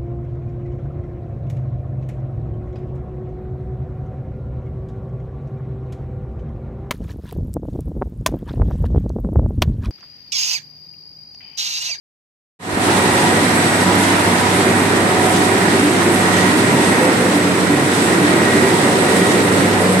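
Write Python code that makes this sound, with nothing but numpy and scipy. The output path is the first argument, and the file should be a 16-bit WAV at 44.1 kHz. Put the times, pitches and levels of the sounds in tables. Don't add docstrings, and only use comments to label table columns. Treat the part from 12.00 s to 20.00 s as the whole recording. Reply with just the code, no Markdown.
import sys
import numpy as np
from scipy import signal
from scipy.fft import rfft, irfft
from scipy.io import wavfile

SR = 44100
rng = np.random.default_rng(int(sys.argv[2]) if len(sys.argv) > 2 else 0)


def generate_wav(signal):
    frames = np.transpose(np.atleast_2d(signal))
    scaled = np.clip(frames, -1, 1) * 32767
    pcm = np.round(scaled).astype(np.int16)
    wavfile.write(sys.argv[1], SR, pcm)


N = 352800
TIME = np.arange(N) / SR
FREQS = np.maximum(np.arange(N // 2 + 1) * SR / N, 1)


def from_db(db):
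    return 10 ** (np.asarray(db) / 20)


def rms_one(x):
    return x / np.sqrt(np.mean(np.abs(x) ** 2) + 1e-20)


def in_time(rows):
    times, *columns = np.transpose(rows)
    return [np.interp(TIME, times, column) for column in columns]


def at_hz(points, hz):
    knots_hz, values = np.transpose(points)
    return np.interp(np.log(hz), np.log(np.sort(knots_hz)), values)


def drift(rate):
    hop, settle = 100, 1000
    pole = np.exp(-2 * np.pi * rate * hop / SR)
    white = rng.standard_normal(N // hop + settle + 2)
    slow = signal.lfilter([1], [1, -2 * pole, pole * pole], white)[settle:]
    return np.interp(np.arange(N) / hop, np.arange(len(slow)), rms_one(slow))


def turbulence(flutter_db, rate):
    return rng.standard_normal((2, N)) * from_db(flutter_db * drift(rate))


def swells(rows):
    return sum(from_db(db) * np.exp(-(2 * (TIME - s) / length_s) ** 2) for s, length_s, db in rows)


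def transient(peak_s, attack_s, decay_s):
    since = TIME - peak_s
    return np.clip(since / attack_s + 1, 0, 1) * np.exp(-np.maximum(since, 0) / decay_s)


def on_approach(far, change, start_s=1.285, end_s=5.7):
    return far + change * np.clip((TIME - start_s) / (end_s - start_s), 0, 1)


def dip(depth_db, start_s=5.1, fall_s=0.25, recover_s=0.76):
    since = TIME - start_s
    return -depth_db * np.clip(np.minimum(since / fall_s, 1 - (since - fall_s) / recover_s), 0, 1)


# (frequency [Hz], correlation [1])
CORRELATION = [(25, .5), (80, 1), (300, 0.92), (420, 0.89), (560, 0.63), (800, 0.63), (1050, 0.23),
               (1500, -0.29), (2300, 0.23), (3000, -0.016)]

def side_share(hz):
    correlation = np.clip(at_hz(CORRELATION, hz), -.9, .993)
    return np.sqrt((1 - correlation) / (1 + correlation))


def stereo(mid, side):
    return np.array([mid + side, mid - side])


def room_noise(spectrum, excitation, ripple_db):
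    knots_hz = np.arange(150, SR / 2, 6)
    heights = rng.uniform(-0.95, 1, len(knots_hz)) * np.sqrt(3)
    ripple = np.interp(FREQS, knots_hz, heights, left=0)
    shaped = rfft(excitation) * from_db(at_hz(spectrum, FREQS) + ripple_db * ripple)
    mid, side = irfft(shaped[0], N), irfft(shaped[1] * side_share(FREQS), N)
    return stereo(mid, side) / np.std(mid)


def phasor(hz, wobble_hz, rate):
    cycles = np.cumsum(hz + wobble_hz * drift(rate)) / SR + rng.random()
    return np.exp(2j * np.pi * cycles)


def reflections(fade_rate):
    return drift(fade_rate) + 1j * drift(fade_rate)


def room_tone(hz, scatter, fade_rate, wobble_hz):
    carrier = phasor(hz, wobble_hz, rate=2.06)
    mid = rms_one(1 + scatter * reflections(fade_rate))
    side = side_share(hz) * rms_one(reflections(fade_rate))
    return np.sqrt(2) * stereo((mid * carrier).real, (side * carrier).real)


def walked_tone(hz, scatter, fade_rate, wobble_hz, still_pace=.2):
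    path = np.cumsum(on_approach(still_pace, 1 - still_pace)) / SR
    mid = np.interp(path, TIME, rms_one(1 + scatter * reflections(fade_rate)))
    side = np.interp(path, TIME, rms_one(1 + scatter * reflections(fade_rate)))
    side_phase = np.pi / 2 + np.interp(path, TIME, drift(0.73))
    side = side_share(hz) * side * np.exp(1j * side_phase)
    carrier = phasor(hz, wobble_hz, rate=2.01)
    return np.sqrt(2) * stereo((mid * carrier).real, (side * carrier).real)


# (time [s], relative level [dB])
RUMBLE_LEVEL = [(0.9, -15), (2.02, -15), (2.23, -15.5), (2.79, -14.0), (3.0, -14.5), (3.77, -14.5),
                (4.33, -15), (4.54, -12.5), (5.59, -16), (6.15, -13.5), (6.78, -12.5), (7.13, -13),
                (7.55, -13), (7.97, -16.5)]
COVER_LEVEL = [(0.9, -25), (1.46, -22.5), (1.67, -26), (4.75, -23.5), (5.1, -20.5), (5.73, -22),
               (6.5, -22.5), (6.97, -19), (7.69, -19), (7.97, -18.5)]
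CHURN_LEVEL = [(0.9, -38), (1.3, -26.5), (1.7, -30), (2.2, -38), (2.6, -26), (3.3, -23.5), (3.6, -22.5),
               (4.3, -26.5), (4.7, -27.5), (5.3, -26.5), (5.9, -26), (6.6, -24), (7.4, -23.5), (8.0, -27.5)]
# (frequency [Hz], relative density [dB])
RUMBLE_SPECTRUM = [(55, -45), (85, -18.5), (110, -9), (160, -4.5), (205, -2), (250, -1.5), (315, -1),
                   (400, -7), (450, -7.5), (520, -20), (800, -60)]
COVER_SPECTRUM = [(300, -42), (420, -3), (465, 1.5), (520, -1), (570, -3), (640, -14.5), (850, -46)]
CHURN_SPECTRUM = [(290, -30.5), (345, -1.5), (380, 2.5), (405, -0.5), (450, -12), (540, -47.5)]
# (frequency [Hz], mean level [dB])
MESH_TONES = [(139.3, -43), (172.3, -37.5), (229.5, -36), (242.9, -34.5), (295.4, -36), (399, -37.5),
              (553.1, -40.5), (1063.2, -43), (2644.5, -59), (2788, -47), (4160, -60)]

def rollers():
    rumble_db, = in_time(RUMBLE_LEVEL)
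    cover_db, = in_time(COVER_LEVEL)
    churn_db, = in_time(CHURN_LEVEL)
    rumble = room_noise(RUMBLE_SPECTRUM, turbulence(flutter_db=-1, rate=47), ripple_db=-1.2)
    covers = room_noise(COVER_SPECTRUM, turbulence(flutter_db=0.2, rate=4.7), ripple_db=3.5)
    churn = room_noise(CHURN_SPECTRUM, turbulence(flutter_db=0.3, rate=11), ripple_db=2)
    gears = sum(from_db(db) * room_tone(hz, scatter=0.69, fade_rate=1.5, wobble_hz=1.206)
                for hz, db in MESH_TONES)
    return (from_db(rumble_db - 4.5) * rumble + from_db(cover_db - 4) * covers
            + from_db(churn_db) * churn + from_db(rumble_db - rumble_db.mean()) * gears)


# (frequency [Hz], relative density [dB])
BOOM_SPECTRUM = [(20, -22), (45, -11), (62, -2), (75, 8), (90, 6), (110, -22), (160, -46)]

def hall_boom():
    boom = room_noise(BOOM_SPECTRUM, turbulence(flutter_db=0.5, rate=8.7), ripple_db=-2)
    return from_db(on_approach(-41.5, -5.5) + dip(depth_db=4.5)) * boom


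# (time [s], relative level [dB])
DRIVE_LEVEL = [(0.9, -35), (1.18, -34), (1.39, -26.5), (1.7, -45), (1.88, -21), (2.09, -31), (3.95, -27),
               (4.3, -26), (4.51, -23), (4.7, -27), (5.1, -37), (5.25, -23.5), (5.45, -21.5), (5.63, -21.5),
               (5.82, -35), (6.01, -27.5), (6.33, -25.5), (6.55, -38), (6.85, -36), (7.08, -22.5),
               (7.34, -28), (7.6, -22.5), (7.83, -23), (7.97, -15)]
FOURTH_LEVEL = [(0.9, -29), (1.5, -31.5), (1.68, -34), (2.2, -36), (2.55, -27), (2.75, -36), (2.95, -34),
                (3.25, -25), (3.55, -28.5), (3.72, -42), (3.92, -28), (4.3, -36), (4.8, -40), (5.08, -29),
                (5.38, -41), (5.65, -37), (6.1, -31.5), (6.45, -48), (6.9, -29.5), (7.25, -28.5),
                (7.5, -40), (7.75, -30.5), (8.0, -34)]
ROLLER_GEAR_LEVEL = [(0.9, -27.5), (3.5, -29), (3.68, -28), (4.1, -19), (4.45, -36), (4.75, -26),
                     (5.17, -19), (5.35, -38), (5.72, -34), (5.9, -27), (6.22, -19), (6.43, -21.5),
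                     (6.6, -40), (8.0, -40)]

def gear_mesh(drive_hz=184.6, roller_hz=339.8):
    drive_db, = in_time(DRIVE_LEVEL)
    fourth_db, = in_time(FOURTH_LEVEL)
    roller_db, = in_time(ROLLER_GEAR_LEVEL)
    drive = room_tone(drive_hz, scatter=0.15, fade_rate=4.4, wobble_hz=0.86)
    fourth = room_tone(4 * drive_hz, scatter=0.21, fade_rate=4.2, wobble_hz=1.146)
    roller = room_tone(roller_hz, scatter=0.57, fade_rate=7, wobble_hz=2.522)
    return (from_db(drive_db - 0.2) * drive + from_db(fourth_db) * fourth
            + from_db(roller_db - 1.5) * roller)


# (time [s], level [dB])
GUARD_LEVEL = [(0.9, -33.5), (1.25, -30.5), (1.45, -42), (1.95, -32), (2.15, -35), (2.4, -31), (2.6, -37),
               (2.95, -35), (3.1, -40), (3.4, -38), (4.4, -38.5), (4.55, -35.5), (5.0, -36), (5.4, -52),
               (5.8, -48), (6.05, -40), (7.15, -38.5), (7.35, -53), (8.0, -52)]
# (frequency [Hz], relative level [dB])
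GUARD_RESONANCES = [(766, -4), (815, -3), (858, -1), (911, -2.5), (958, 0.5), (978, 0)]
ROLLER_RESONANCES = [(1760, -3), (1841, 1.5), (1874, -4), (1960, 0), (2035, 3), (2078, -9.5)]

def ringing_metal(roller_db=-43.5):
    guard_db, = in_time(GUARD_LEVEL)
    guards = sum(from_db(db) * room_tone(hz, scatter=4.1, fade_rate=11, wobble_hz=2.134)
                 for hz, db in GUARD_RESONANCES)
    steel = sum(from_db(db) * room_tone(hz, scatter=3, fade_rate=20, wobble_hz=3.503)
                for hz, db in ROLLER_RESONANCES)
    return from_db(guard_db) * guards + from_db(roller_db) * steel


# (time [s], relative level [dB])
NOZZLE_LEVEL = [(0.9, -20.5), (1.25, -20.5), (2.45, -20), (3.1, -21), (3.72, -21), (3.98, -21.5),
                (4.35, -20), (5.05, -20.5), (5.24, -22), (5.7, -22.5), (6.25, -20.5), (7.0, -21.5),
                (7.7, -21.5), (7.97, -22.5)]
# (frequency [Hz], relative density [dB])
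DUCT_SPECTRUM = [(350, -30), (520, -2.5), (610, 0.5), (700, 1), (830, -0.9), (980, -2), (1080, -3),
                 (1280, -4), (1450, -49), (2200, -61)]
NOZZLE_SPECTRUM = [(800, -30), (1150, -18.5), (1330, 2), (1620, 0), (1850, 1.3), (2100, 1.0), (2300, -1.5),
                   (2550, -4), (2900, -21), (4000, -53)]

def dryer_air():
    duct_db = on_approach(-22.5, -1) + dip(depth_db=1.5)
    nozzle_db, = in_time(NOZZLE_LEVEL)
    duct = room_noise(DUCT_SPECTRUM, turbulence(flutter_db=0.96, rate=17), ripple_db=2)
    nozzle = room_noise(NOZZLE_SPECTRUM, turbulence(flutter_db=0.77, rate=62), ripple_db=2.5)
    return from_db(duct_db) * duct + from_db(nozzle_db - 4) * nozzle


# (order [1], level [dB])
SHAFT_HARMONICS = [(6, -33.5), (7, -36), (8, -33), (12, -42.5), (13, -44.5), (16, -50), (18, -50),
                   (19, -40.5), (20, -41.5), (21, -43.5), (24, -43)]
# (time [s], level [dB])
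WHINE_LEVEL = [(0.9, -40), (1.15, -29.5), (1.5, -31.5), (1.85, -31), (2.08, -42), (2.55, -44), (2.8, -36),
               (3.1, -35), (3.4, -42), (3.75, -32), (3.87, -43), (4.1, -36), (4.36, -27.5), (4.6, -32.5),
               (5.0, -30), (5.25, -47), (5.6, -41), (5.78, -32), (5.98, -39), (6.25, -33.5), (6.55, -26),
               (6.8, -34), (6.95, -35), (7.2, -45), (7.5, -33.5), (7.65, -35), (7.8, -32), (8.0, -43)]
SECOND_WHINE_LEVEL = [(0.9, -44), (1.85, -57), (2.7, -48), (3.2, -37), (3.7, -41), (4.9, -50), (5.05, -41),
                      (6.7, -42), (7.1, -30), (7.35, -34), (7.6, -42), (8.0, -46)]

def fans(shaft_hz=47.915, blade_count=40, second_blade_hz=1907):
    whine_db, = in_time(WHINE_LEVEL)
    second_db, = in_time(SECOND_WHINE_LEVEL)
    drone = sum(from_db(db) * room_tone(order * shaft_hz, scatter=1, fade_rate=2.17, wobble_hz=1.26)
                for order, db in SHAFT_HARMONICS)
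    whine = walked_tone(blade_count * shaft_hz, scatter=0.45, fade_rate=30, wobble_hz=0.99)
    second = walked_tone(second_blade_hz, scatter=0.77, fade_rate=4.3, wobble_hz=1.174)
    return drone + from_db(whine_db) * whine + from_db(second_db) * second


def crackle(per_s, spread_db, decay_s):
    sizes = from_db(spread_db * np.minimum(rng.exponential(1, N), 4))
    snaps = (rng.random(N) < per_s / SR) * sizes
    power = signal.lfilter([1], [1, -np.exp(-2 / (decay_s * SR))], snaps ** 2 + 1e-18)
    return rms_one(np.sqrt(power) * rng.standard_normal((2, N)))


# (time [s], relative level [dB])
HISS_LEVEL = [(0.62, -21), (0.7, -23.5), (0.79, -24), (0.84, -20.5), (0.9, -21.5), (1.2, -21.5),
              (1.46, -21.5), (2.05, -22), (2.65, -22), (3.1, -24), (3.3, -22.5), (3.84, -23), (4.3, -22.5),
              (4.61, -22.5), (4.85, -22.5), (5.3, -24), (5.82, -24.5), (6.01, -22.5), (6.4, -23.5),
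              (6.6, -22), (6.85, -23), (7.2, -22), (7.78, -24), (7.97, -24.5)]
# (frequency [Hz], relative density [dB])
SLIDE_SPECTRUM = [(1700, -19), (2400, -9), (2700, -0.5), (3200, -2.5), (3900, -2), (4600, -6), (5600, -7.5),
                  (6900, -9.5), (7800, -10), (10000, -47)]
PEEL_SPECTRUM = [(5000, -33), (6800, -14.5), (7500, -6.5), (8150, 0), (8700, -1.5), (9500, -4.5),
                 (11000, -7.5), (12000, -11), (13000, -22), (14500, -34)]
# (time [s], boost [dB])
RIP_BOOSTS = [(1.12, 1.5), (1.75, 0), (1.99, 4), (2.52, 1.5), (3.289, 2.5), (4.13, 2), (4.86, 1),
              (7.17, 1.5), (7.8, 1.5), (7.93, 3)]

def film_web():
    hiss_db, = in_time(HISS_LEVEL)
    rip_db = sum(db * transient(s, attack_s=.02, decay_s=0.094) for s, db in RIP_BOOSTS)
    snaps = crackle(per_s=320, spread_db=1.5, decay_s=0.014)
    slide = room_noise(SLIDE_SPECTRUM, turbulence(flutter_db=0.8, rate=14) + 0.38 * snaps, ripple_db=2)
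    peel = room_noise(PEEL_SPECTRUM, turbulence(flutter_db=1, rate=11) + 0.52 * snaps, ripple_db=0.5)
    return from_db(hiss_db - 6) * slide + from_db(hiss_db - 9.5 + rip_db) * peel


# (time [s], relative level [dB])
HUM_LEVEL = [(0.9, -24), (1.5, -25.5), (1.92, -25.5), (2.1, -25.5), (2.53, -23.5), (3.25, -25.5),
             (3.91, -26), (4.54, -24), (4.8, -27), (5.05, -30), (5.95, -30), (6.1, -29), (6.3, -29),
             (6.6, -24), (6.85, -30.5), (7.3, -28.5), (7.76, -23.5), (7.97, -27)]

def mains_hum(hum_hz=100.2):
    hum_db, = in_time(HUM_LEVEL)
    return from_db(hum_db - 4) * room_tone(hum_hz, scatter=0.15, fade_rate=5, wobble_hz=0.21)


SWITCHING_HZ = [7986, 8043, 8101]
# (time [s], lower level [dB], middle level [dB], upper level [dB])
SWITCHING_LEVELS = [(0.9, -43, -42, -42), (1.2, -40, -40.5, -41), (1.45, -44, -43, -45),
                    (1.7, -41, -36, -44), (2.25, -53, -48, -48), (2.55, -44, -46, -50),
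                    (2.85, -50, -42, -46), (3.1, -42, -46, -42), (3.3, -40, -44, -39.5),
                    (3.5, -50, -42, -42), (3.9, -52, -44, -41), (4.2, -41, -42, -40.5),
                    (4.5, -44, -45, -43), (4.8, -43, -42, -37), (5.08, -42.5, -39, -40),
                    (5.3, -46, -44, -43), (5.75, -46, -43, -45), (6.05, -41, -36, -39.5),
                    (6.4, -41, -52, -43), (6.65, -50, -43, -40.5), (6.95, -40, -42, -38),
                    (7.25, -41, -39, -38), (7.75, -50, -43, -43), (8.0, -42, -36, -40)]
# (frequency [Hz], level [dB])
SWITCHING_SIDEBANDS = [(7604, -50), (8481, -50.5)]

def inverter():
    whistles = sum(from_db(db) * walked_tone(hz, scatter=0.57, fade_rate=13, wobble_hz=2.48)
                   for hz, db in zip(SWITCHING_HZ, in_time(SWITCHING_LEVELS)))
    sidebands = sum(from_db(db) * walked_tone(hz, scatter=0.96, fade_rate=5.3, wobble_hz=1.84)
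                    for hz, db in SWITCHING_SIDEBANDS)
    return whistles + sidebands


# (time [s], duration [s], relative peak level [dB])
BUMP_SWELL = [(0.745, .04, -26.5)]
# (frequency [Hz], relative density [dB])
BUMP_SPECTRUM = [(20, -6), (45, -2), (70, 0), (110, -15), (200, -43)]

def bump():
    return swells(BUMP_SWELL) * room_noise(BUMP_SPECTRUM, turbulence(flutter_db=0.5, rate=8), ripple_db=0)


# (time [s], decay time [s], peak level [dB])
SNAP_EVENTS = [(1.134, .02, -34), (1.952, .009, -28), (2.028, .007, -30.5), (4.116, .035, -34),
               (4.143, .02, -33), (7.198, .006, -34)]
# (frequency [Hz], relative density [dB])
SNAP_SPECTRUM = [(5000, -20), (8000, -4), (9500, -1), (11500, -2.5), (13000, -11), (14500, -25)]

def film_snaps():
    envelope = sum(from_db(db) * transient(s, attack_s=.002, decay_s=decay_s)
                   for s, decay_s, db in SNAP_EVENTS)
    return envelope * room_noise(SNAP_SPECTRUM, rng.standard_normal((2, N)), ripple_db=0)


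# (time [s], duration [s], frequency [Hz], peak level [dB])
ROLLER_NOTES = [(1.22, .16, 2078, -41), (1.48, .18, 2100, -35), (2.05, .3, 2078, -36), (2.0, .4, 2050, -40),
                (2.75, .25, 1850, -40), (3.02, .22, 1841, -35.5), (3.3, .2, 1760, -40.5),
                (3.56, .2, 2100, -41), (4.5, .18, 1830, -41), (4.65, .3, 2164, -43), (5.0, .14, 1841, -33),
                (6.25, .3, 1850, -37)]

def singing_roller():
    return sum(swells([(s, length_s, db)]) * walked_tone(hz, scatter=0.28, fade_rate=15, wobble_hz=2.82)
               for s, length_s, hz, db in ROLLER_NOTES)


# (time [s], duration [s], frequency [Hz], peak level [dB])
FRAME_THROBS = [(1.347, 0.14, 230, -21.5), (2.05, 0.35, 290, -23.5), (2.717, 0.2, 232, -23),
                (2.818, 0.34, 288, -27), (3.852, 0.072, 292, -16), (4.457, 0.23, 290, -23.5),
                (4.763, 0.21, 140, -23.5), (5.036, 0.14, 512, -20.5), (5.062, 0.09, 289, -17.5),
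                (5.24, 0.15, 512, -24), (5.388, 0.19, 295, -19), (5.73, 0.085, 290, -16.5),
                (5.804, 0.17, 140, -25), (6.254, 0.12, 288, -16), (6.57, 0.072, 298, -15.5),
                (6.66, 0.27, 392, -22.5), (7.52, 0.16, 289, -27), (7.68, 0.19, 518, -26)]

def throbbing_frame():
    return sum(swells([(s, length_s, db)]) * np.sqrt(2) * phasor(hz, wobble_hz=3.1, rate=5.83).imag
               for s, length_s, hz, db in FRAME_THROBS)


# (time [s], duration [s], relative peak level [dB])
SWISH_SWELLS = [(2.06, .14, -33), (3.34, 0.26, -34), (3.98, .12, -37), (4.36, .26, -32), (4.85, 0.12, -34),
                (5.97, 0.12, -37), (7.34, .16, -34)]
# (frequency [Hz], relative density [dB])
SWISH_SPECTRUM = [(2000, -25), (3000, 4.5), (4000, -2), (5200, -3), (7000, 0), (9500, -32)]

def film_swishes():
    friction = room_noise(SWISH_SPECTRUM, turbulence(flutter_db=3.5, rate=22), ripple_db=2)
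    return from_db(1) * swells(SWISH_SWELLS) * friction


# (frequency [Hz], left minus right level [dB])
BALANCE = [(60, -2.5), (400, -1), (700, -2.5), (1200, -3), (1800, -4), (2400, -1), (3100, 1.3), (3800, 0.5),
           (4500, -4.5), (7500, -1.5), (8400, -3.5), (9800, -3), (11800, -3), (12800, 9), (14000, 4)]

def scene():
    press = rollers() + hall_boom() + gear_mesh() + ringing_metal()
    press += dryer_air() + fans() + film_web() + mains_hum() + inverter()
    press += bump() + film_snaps() + singing_roller() + throbbing_frame() + film_swishes()
    lean_db = at_hz(BALANCE, FREQS) / 2
    return irfft(rfft(press) * from_db([lean_db, -lean_db]), N)


def record(dry):
    fade_start_s, fade_end_s, peak_limit, cutoff_hz = 0.59, 0.89, .95, 14500
    faded = dry * np.clip((TIME - fade_start_s) / (fade_end_s - fade_start_s), 0, 1)
    rounded = faded / (1 + (faded / peak_limit) ** 8) ** (1 / 8)
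    return signal.sosfilt(signal.ellip(12, .1, 90, cutoff_hz, fs=SR, output="sos"), rounded)


dry = scene()
out = record(dry)
generate_wav(out)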